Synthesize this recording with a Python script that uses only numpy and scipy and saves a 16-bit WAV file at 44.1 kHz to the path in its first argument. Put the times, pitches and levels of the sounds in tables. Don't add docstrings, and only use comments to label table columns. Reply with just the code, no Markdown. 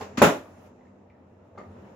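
import sys
import numpy as np
from scipy import signal
from scipy.fft import rfft, irfft
from scipy.io import wavfile

SR = 44100
rng = np.random.default_rng(int(sys.argv[2]) if len(sys.argv) > 2 else 0)


def transcribe(signal):
    frames = np.atleast_2d(signal).T
    limited = np.clip(frames, -1, 1)
    pcm = np.round(limited * 32767).astype(np.int16)
    wavfile.write(sys.argv[1], SR, pcm)


def voltage_ratio(decibels):
    exponent = np.asarray(decibels, float) / 20
    return 10 ** exponent


N = 85995


def at_hz(points, hz):
    table_hz, value = np.transpose(points)
    return np.interp(np.log(hz), np.log(table_hz), value)


def rms_one(x):
    return x / np.sqrt(np.mean(x ** 2) + 1e-20)


def drift(rate_hz):
    r = np.exp(-2 * np.pi * rate_hz * 40 / SR)
    noise = rng.standard_normal(N // 40 + 2002)
    slow = signal.lfilter([1], [1, -2 * r, r * r], noise)[2000:]
    return np.interp(np.arange(N) / 40, np.arange(len(slow)), rms_one(slow))


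def ring(push, hz, t60):
    r = voltage_ratio(-60 / (t60 * SR))
    w = 2 * np.pi * hz / SR
    return signal.lfilter([0, np.sin(w)], [1, -2 * r * np.cos(w), r * r], push + 1e-18)


def click(s, gain):
    out = np.zeros(N)
    np.add.at(out, (np.asarray(s) * SR).astype(int), gain)
    return out


# pitch in Hz, likeness as a share from 0 to 1.
LIKENESS = [(60, .99), (150, .995), (270, .85), (500, .5), (1000, .15), (2000, 0.01), (10000, .01)]
EDGES_HZ = 30 * 2 ** np.arange(0, 9.3, .5)


def bands(size, gain_at):
    out = 0
    white = rng.standard_normal((2, 2, size))
    for k, (low, high) in enumerate(zip(EDGES_HZ, EDGES_HZ[1:])):
        band = signal.butter(2, [low, high], "band", fs=SR, output="sos")
        mid, side = signal.sosfilt(band, white[k % 2])
        hz = np.sqrt(low * high)
        alike = np.clip(at_hz(LIKENESS, hz), -1, 1)
        stereo = np.sqrt(1 + alike) * mid + np.sqrt(1 - alike) * side * [[1], [-1]]
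        out = out + gain_at(hz) * stereo
    return out


def burst(s, db, t60, colour, rise_s=.0002):
    t = np.arange(8192) / SR
    spectrum = rfft(rng.standard_normal(8192) * voltage_ratio(-60 * t / t60))
    hz = np.maximum(np.arange(len(spectrum)) * SR / 8192, 20)
    puff = irfft(spectrum * colour(hz))
    rise = np.minimum(t[:4096] / rise_s, 1)
    out, i = np.zeros(N), int(s * SR)
    out[i:i + 4096] = voltage_ratio(db) * puff[:4096] / np.abs(puff).max() * rise
    return out


# pitch in Hz, rms level in dB.
FAN = [
    (92, -10.5),
    (197.5, -10),
    (245, -10),
]


def fan():
    wander_hz, swell_db = 2.5, 2.5
    out = 0
    for hz, db in FAN:
        level = voltage_ratio(db + 3 + swell_db * drift(2.5))
        cycles = np.cumsum(hz + wander_hz * drift(3.0)) / SR
        out = out + level * np.sin(2 * np.pi * cycles)
    return out


# time in seconds, level in dB, extra treble in dB.
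OPENING = [(0, 12, 17), (.06, 9.5, 14), (0.148, 8.5, 11.5), (.32, 8, 12), (.44, 5, 12.5), (.54, 2.5, 12),
           (.67, 2.5, 13), (.73, 2.5, 4.5), (.88, 1.5, 3.5), (.95, .3, 1.2), (1.47, .8, 2.4),
           (1.56, 2.5, 1), (1.6, 6.5, 4.5), (1.75, 6.5, 5), (1.95, 7, 6)]
# pitch in Hz, level in dB per Hz.
AIR = [(40, -24), (95, -9), (250, -4.5), (630, -8), (2300, -31), (3800, -48), (6500, -43), (10000, -51)]
# pitch in Hz, width in Hz, level in dB.
DUCT = [(92, 12, -5), (197, 6, -11), (245, 6, -10), (520, 30, -13), (620, 30, -13)]


def ventilation():
    air_db, bright_from_hz, bright_per_octave = -57.5, 440, .27
    s, level_db, treble_db = np.transpose(OPENING)
    t = np.arange(N) / SR
    level = np.interp(t, s, level_db)
    treble = np.interp(t, s, treble_db)
    together = drift(3.0)

    def air_gain(hz):
        share = np.clip(bright_per_octave * np.log2(hz / bright_from_hz), 0, 1)
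        return voltage_ratio(at_hz(AIR, hz) + treble * share + .6 * together + 1.5 * drift(6.7))

    air = rms_one(bands(N, air_gain))
    hum = 0
    for hz, width, db in DUCT:
        t60 = np.log(1000) / np.pi / width
        hum = hum + voltage_ratio(db) * rms_one(ring(rng.standard_normal(N), hz, t60))
    return voltage_ratio(air_db + level) * (air + hum + fan())


# start in seconds, level in dB, pitch in Hz, ring time (60 dB fall) in seconds.
KNOCKS = [(.009, -29.5, 795, .028), (.018, -33, 425, .1), (.012, -38, 1050, .06), (.012, -46, 2760, .03),
          (.014, -46, 1730, .03), (.016, -50, 2300, .03), (.011, -52, 4510, .03), (.013, -53, 5450, .03),
          (.012, -56, 6600, .02), (.458, -44, 1150, .022), (.461, -45, 620, .035), (.81, -63, 2000, .04),
          (.854, -59, 1800, .03), (.87, -62, 2150, .03), (1.1, -57.5, 2330, 0.025), (1.105, -59, 2050, .03),
          (1.15, -64, 1850, .08), (1.185, -47.5, 258, 0.053), (1.456, -54.5, 900, .03),
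          (1.553, -42, 550, .025), (1.56, -54, 1600, .012), (1.5785, -39.5, 1225, .06),
          (1.586, -43, 1225, .05), (1.582, -61, 4570, .06), (1.585, -64, 6770, .04),
          (1.5755, -41, 834, .05), (1.579, -50, 2100, .03), (1.587, -50, 1880, .06),
          (1.595, -51, 2100, .05), (1.594, -45, 549, .1), (1.585, -45, 398, .1), (1.603, -46, 700, .04),
          (1.614, -47, 500, .04), (1.614, -55, 1900, .04), (1.59, -48, 242, .1), (1.705, -47, 230, .025),
          (1.819, -46, 265, .02), (1.84, -41, 231.5, .025)]


def knocks():
    out = 0
    for s, db, hz, t60 in KNOCKS:
        tap = click([s], voltage_ratio(db - 2))
        tick = voltage_ratio(-27) * signal.lfilter([1], [1, -.6], tap)
        out = out + ring(tap, hz, t60) + 0.42 * ring(tap, hz * 0.96, t60) + tick
    return out


LONGEST_RING_S = .1
# start in seconds, level in dB.
LATCH = [
    (0.173, -38),
    (0.1764, -33),
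    (0.1803, -24),
    (.184, -31),
    (.1995, -28),
    (0.2015, -33),
]
# pitch in Hz, level in dB, ring time in seconds.
LATCH_MODES = [
    (215, 4, 0.035),
    (120, -30, 0.13),
    (1220, -13, .04),
    (2120, -16, .03),
    (4360, -9, 0.0079),
]


def latch():
    s, db = np.transpose(LATCH)
    out = 0
    for hz, level, t60 in LATCH_MODES:
        slips = click(s, voltage_ratio(db + level + rng.normal(0, 3, len(s))))
        out = out + ring(slips, hz, min(t60, LONGEST_RING_S))
    return out


# start in seconds, level in dB, hardness as the highest pitch struck in Hz.
LANDING = [
    (.2143, -16, 300),
    (.2175, -11, 4000),
    (.2222, -13, 9000),
    (.2245, -13, 9000),
    (.228, -13.5, 5000),
    (.240, -22.5, 7000),
]
# pitch in Hz, level in dB, ring time in seconds.
FRAME = [(112, -26, 0.24), (149, -16.5, 0.084), (194, -1, 0.6), (255, 3, 0.12), (360, -7, 0.1),
         (416.6, -6.5, 0.6), (509.4, -6.5, 0.35), (577.5, -3, .25), (636, -1, 0.1), (723, -1, .2),
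         (834, -14, .15), (945.7, -2, .15), (1206, -9.5, 0.3), (1400, -3, 0.083)]
# pitch in Hz, level in dB per Hz.
CLACK = [(90, -36), (220, 2), (600, 0), (1600, -6), (3100, -12), (4000, -28), (6500, -18), (14000, -21)]


def landing():
    blow_s = .2175
    thwack = ring(click([blow_s], -voltage_ratio(-3.5)), 620, .012)
    slap = ring(click([blow_s], voltage_ratio(-16)), 1500, .03)
    out = thwack + slap
    for s, db, hard_hz in LANDING:
        softness = signal.butter(2, hard_hz, fs=SR)
        push = signal.lfilter(*softness, click([s], -voltage_ratio(db - 10.5)))
        for hz, level, t60 in FRAME:
            out = out + voltage_ratio(level + rng.normal(0, 2.8)) * ring(push, hz, min(t60, LONGEST_RING_S))

        def clack_colour(hz):
            return voltage_ratio(at_hz(CLACK, hz)) / np.hypot(1, (hz / hard_hz) ** 2)

        out = out + burst(s, db + 0.5, .008, clack_colour, .4 / hard_hz)
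    snap = burst(.2217, -12, .012, lambda hz: np.exp(-((hz - 12900) / 3300) ** 2))
    return out + snap


def thud():
    return ring(click([.2176], voltage_ratio(-11)), 225, .09)


# pitch in Hz, level in dB, ring time in seconds.
LONG_RING = [(111, -30, .35), (157, -24, .3), (194, -20, .26), (264, -21, .3), (297, -23, .35),
             (360, -21, .32), (414, -21, .32), (466, -27, .3), (513, -21, .3), (571, -22, .35),
             (588, -23, .35), (636, -20, .33), (709, -23, .3), (837, -20, .3),
             (942, -23, .25), (1007, -28, .3), (1107, -27, .3), (1223, -25, .25), (1297, -21, .12),
              (1345, -25, .2), (1443, -28, .2), (1750, -20, .1), (1981, -33, .3), (2143, -32, .25),
              (2350, -23, .1), (2417, -35, .2), (2972, -36, .3)]


def rings():
    start_s, build_s, spread = .218, .004, 1.1
    t = np.maximum(np.arange(N) / SR - start_s, 0)
    out = 0
    for hz, db, t60 in LONG_RING:
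        phase = rng.uniform(0, 2 * np.pi)
        apart = spread * rng.uniform(-1, 1) * (1 - at_hz(LIKENESS, hz))
        angle = 2 * np.pi * hz * t + phase + apart * np.array([[1], [-1]])
        out = out + voltage_ratio(db - 60 * t / t60) * np.sin(angle)
    return out * (1 - np.exp(-t / build_s))


# pitch in Hz, time to fall 60 dB in seconds.
ROOM_T60 = [(80, 0.15), (200, .3), (600, .3), (2000, 0.28), (8000, .28)]


def room(x):
    room_db, onset_s, build_s = -2.5, 0.0011, 0.0079
    t = np.arange(SR) / SR
    rise = np.clip((t - onset_s) / build_s, 0, 1)
    tail = rise * bands(SR, lambda hz: voltage_ratio(-60 * t / at_hz(ROOM_T60, hz)))
    tail = voltage_ratio(room_db) * tail / np.sqrt(np.mean(np.sum(tail ** 2, axis=1)))
    direct = x * voltage_ratio(np.array([[.4], [-.4]]))
    return direct + signal.fftconvolve(x[None], tail, axes=1)[:, :N]


def wash(s, db, build_s, hold_s, colour):
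    t = np.arange(SR // 2) / SR

    def gain(hz):
        build = np.clip(t / (build_s + 1.2 / hz), 0, 1)
        fall_db = 60 * np.maximum(t - hold_s, 0) / at_hz(ROOM_T60, hz)
        return np.sin(np.pi / 2 * build) ** 2 * voltage_ratio(at_hz(colour, hz) - fall_db)

    tail = bands(len(t), gain)
    out, i = np.zeros((2, N + SR)), int(s * SR)
    out[:, i:i + len(t)] = voltage_ratio(db) * tail / np.sqrt(np.mean(tail[:, :1024] ** 2))
    return out[:, :N]


# pitch in Hz, level in dB per Hz.
LATCH_COLOUR = [(70, -30), (210, -2), (600, -14), (1200, -9), (2500, -14), (4000, -25), (6800, -21),
                (9500, -34)]
# pitch in Hz, level in dB per Hz.
FIRST_COLOUR = [(100, -14), (420, -7), (900, -8), (2700, -16), (3600, -25), (6500, -23), (10000, -50),
                (14500, -29)]
# pitch in Hz, level in dB per Hz.
LATE_COLOUR = [(150, -14), (500, -6), (900, -8), (1400, -16), (2100, -21), (3500, -38), (6500, -35),
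               (10000, -52)]


def washes():
    out = wash(.2175, -16, .003, .03, CLACK)
    out = out + wash(.172, -29, .002, .015, LATCH_COLOUR)
    out = out + wash(.007, -42, .003, .02, FIRST_COLOUR)
    return out + wash(1.576, -49, .003, .012, LATE_COLOUR)


def scene():
    table = room(knocks() + latch() + landing())
    return ventilation() + table + washes() + rings() + thud()


def roll_off(x):
    return signal.sosfilt(signal.butter(12, 16970, fs=SR, output="sos"), x)


# time in seconds, level in dB.
TOP_OPEN = [(0, 5), (.04, 2), (.06, 0), (.175, -8), (.179, 3), (.194, 1), (.198, -9), (.214, -9), (.217, 3),
            (.226, 1), (.235, -3), (.4, -3), (.5, 4), (.68, 4), (.72, -3), (1.95, -1)]


def record(dry):
    dry = signal.sosfilt(signal.butter(4, 66, "high", fs=SR, output="sos"), dry)
    dry = signal.sosfilt(signal.butter(10, 15900, fs=SR, output="sos"), dry)
    low = signal.sosfilt(signal.cheby2(10, 40, 8500, fs=SR, output="sos"), dry)
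    top = signal.sosfilt(signal.cheby2(10, 40, 7850, "high", fs=SR, output="sos"), dry)
    top_db = -5 + np.interp(np.arange(N) / SR, *np.transpose(TOP_OPEN))
    x = low + voltage_ratio(top_db) * top
    mix = 1.335 * np.tanh(x / 1.26)
    return roll_off(mix)


dry = scene()
out = record(dry)
transcribe(out)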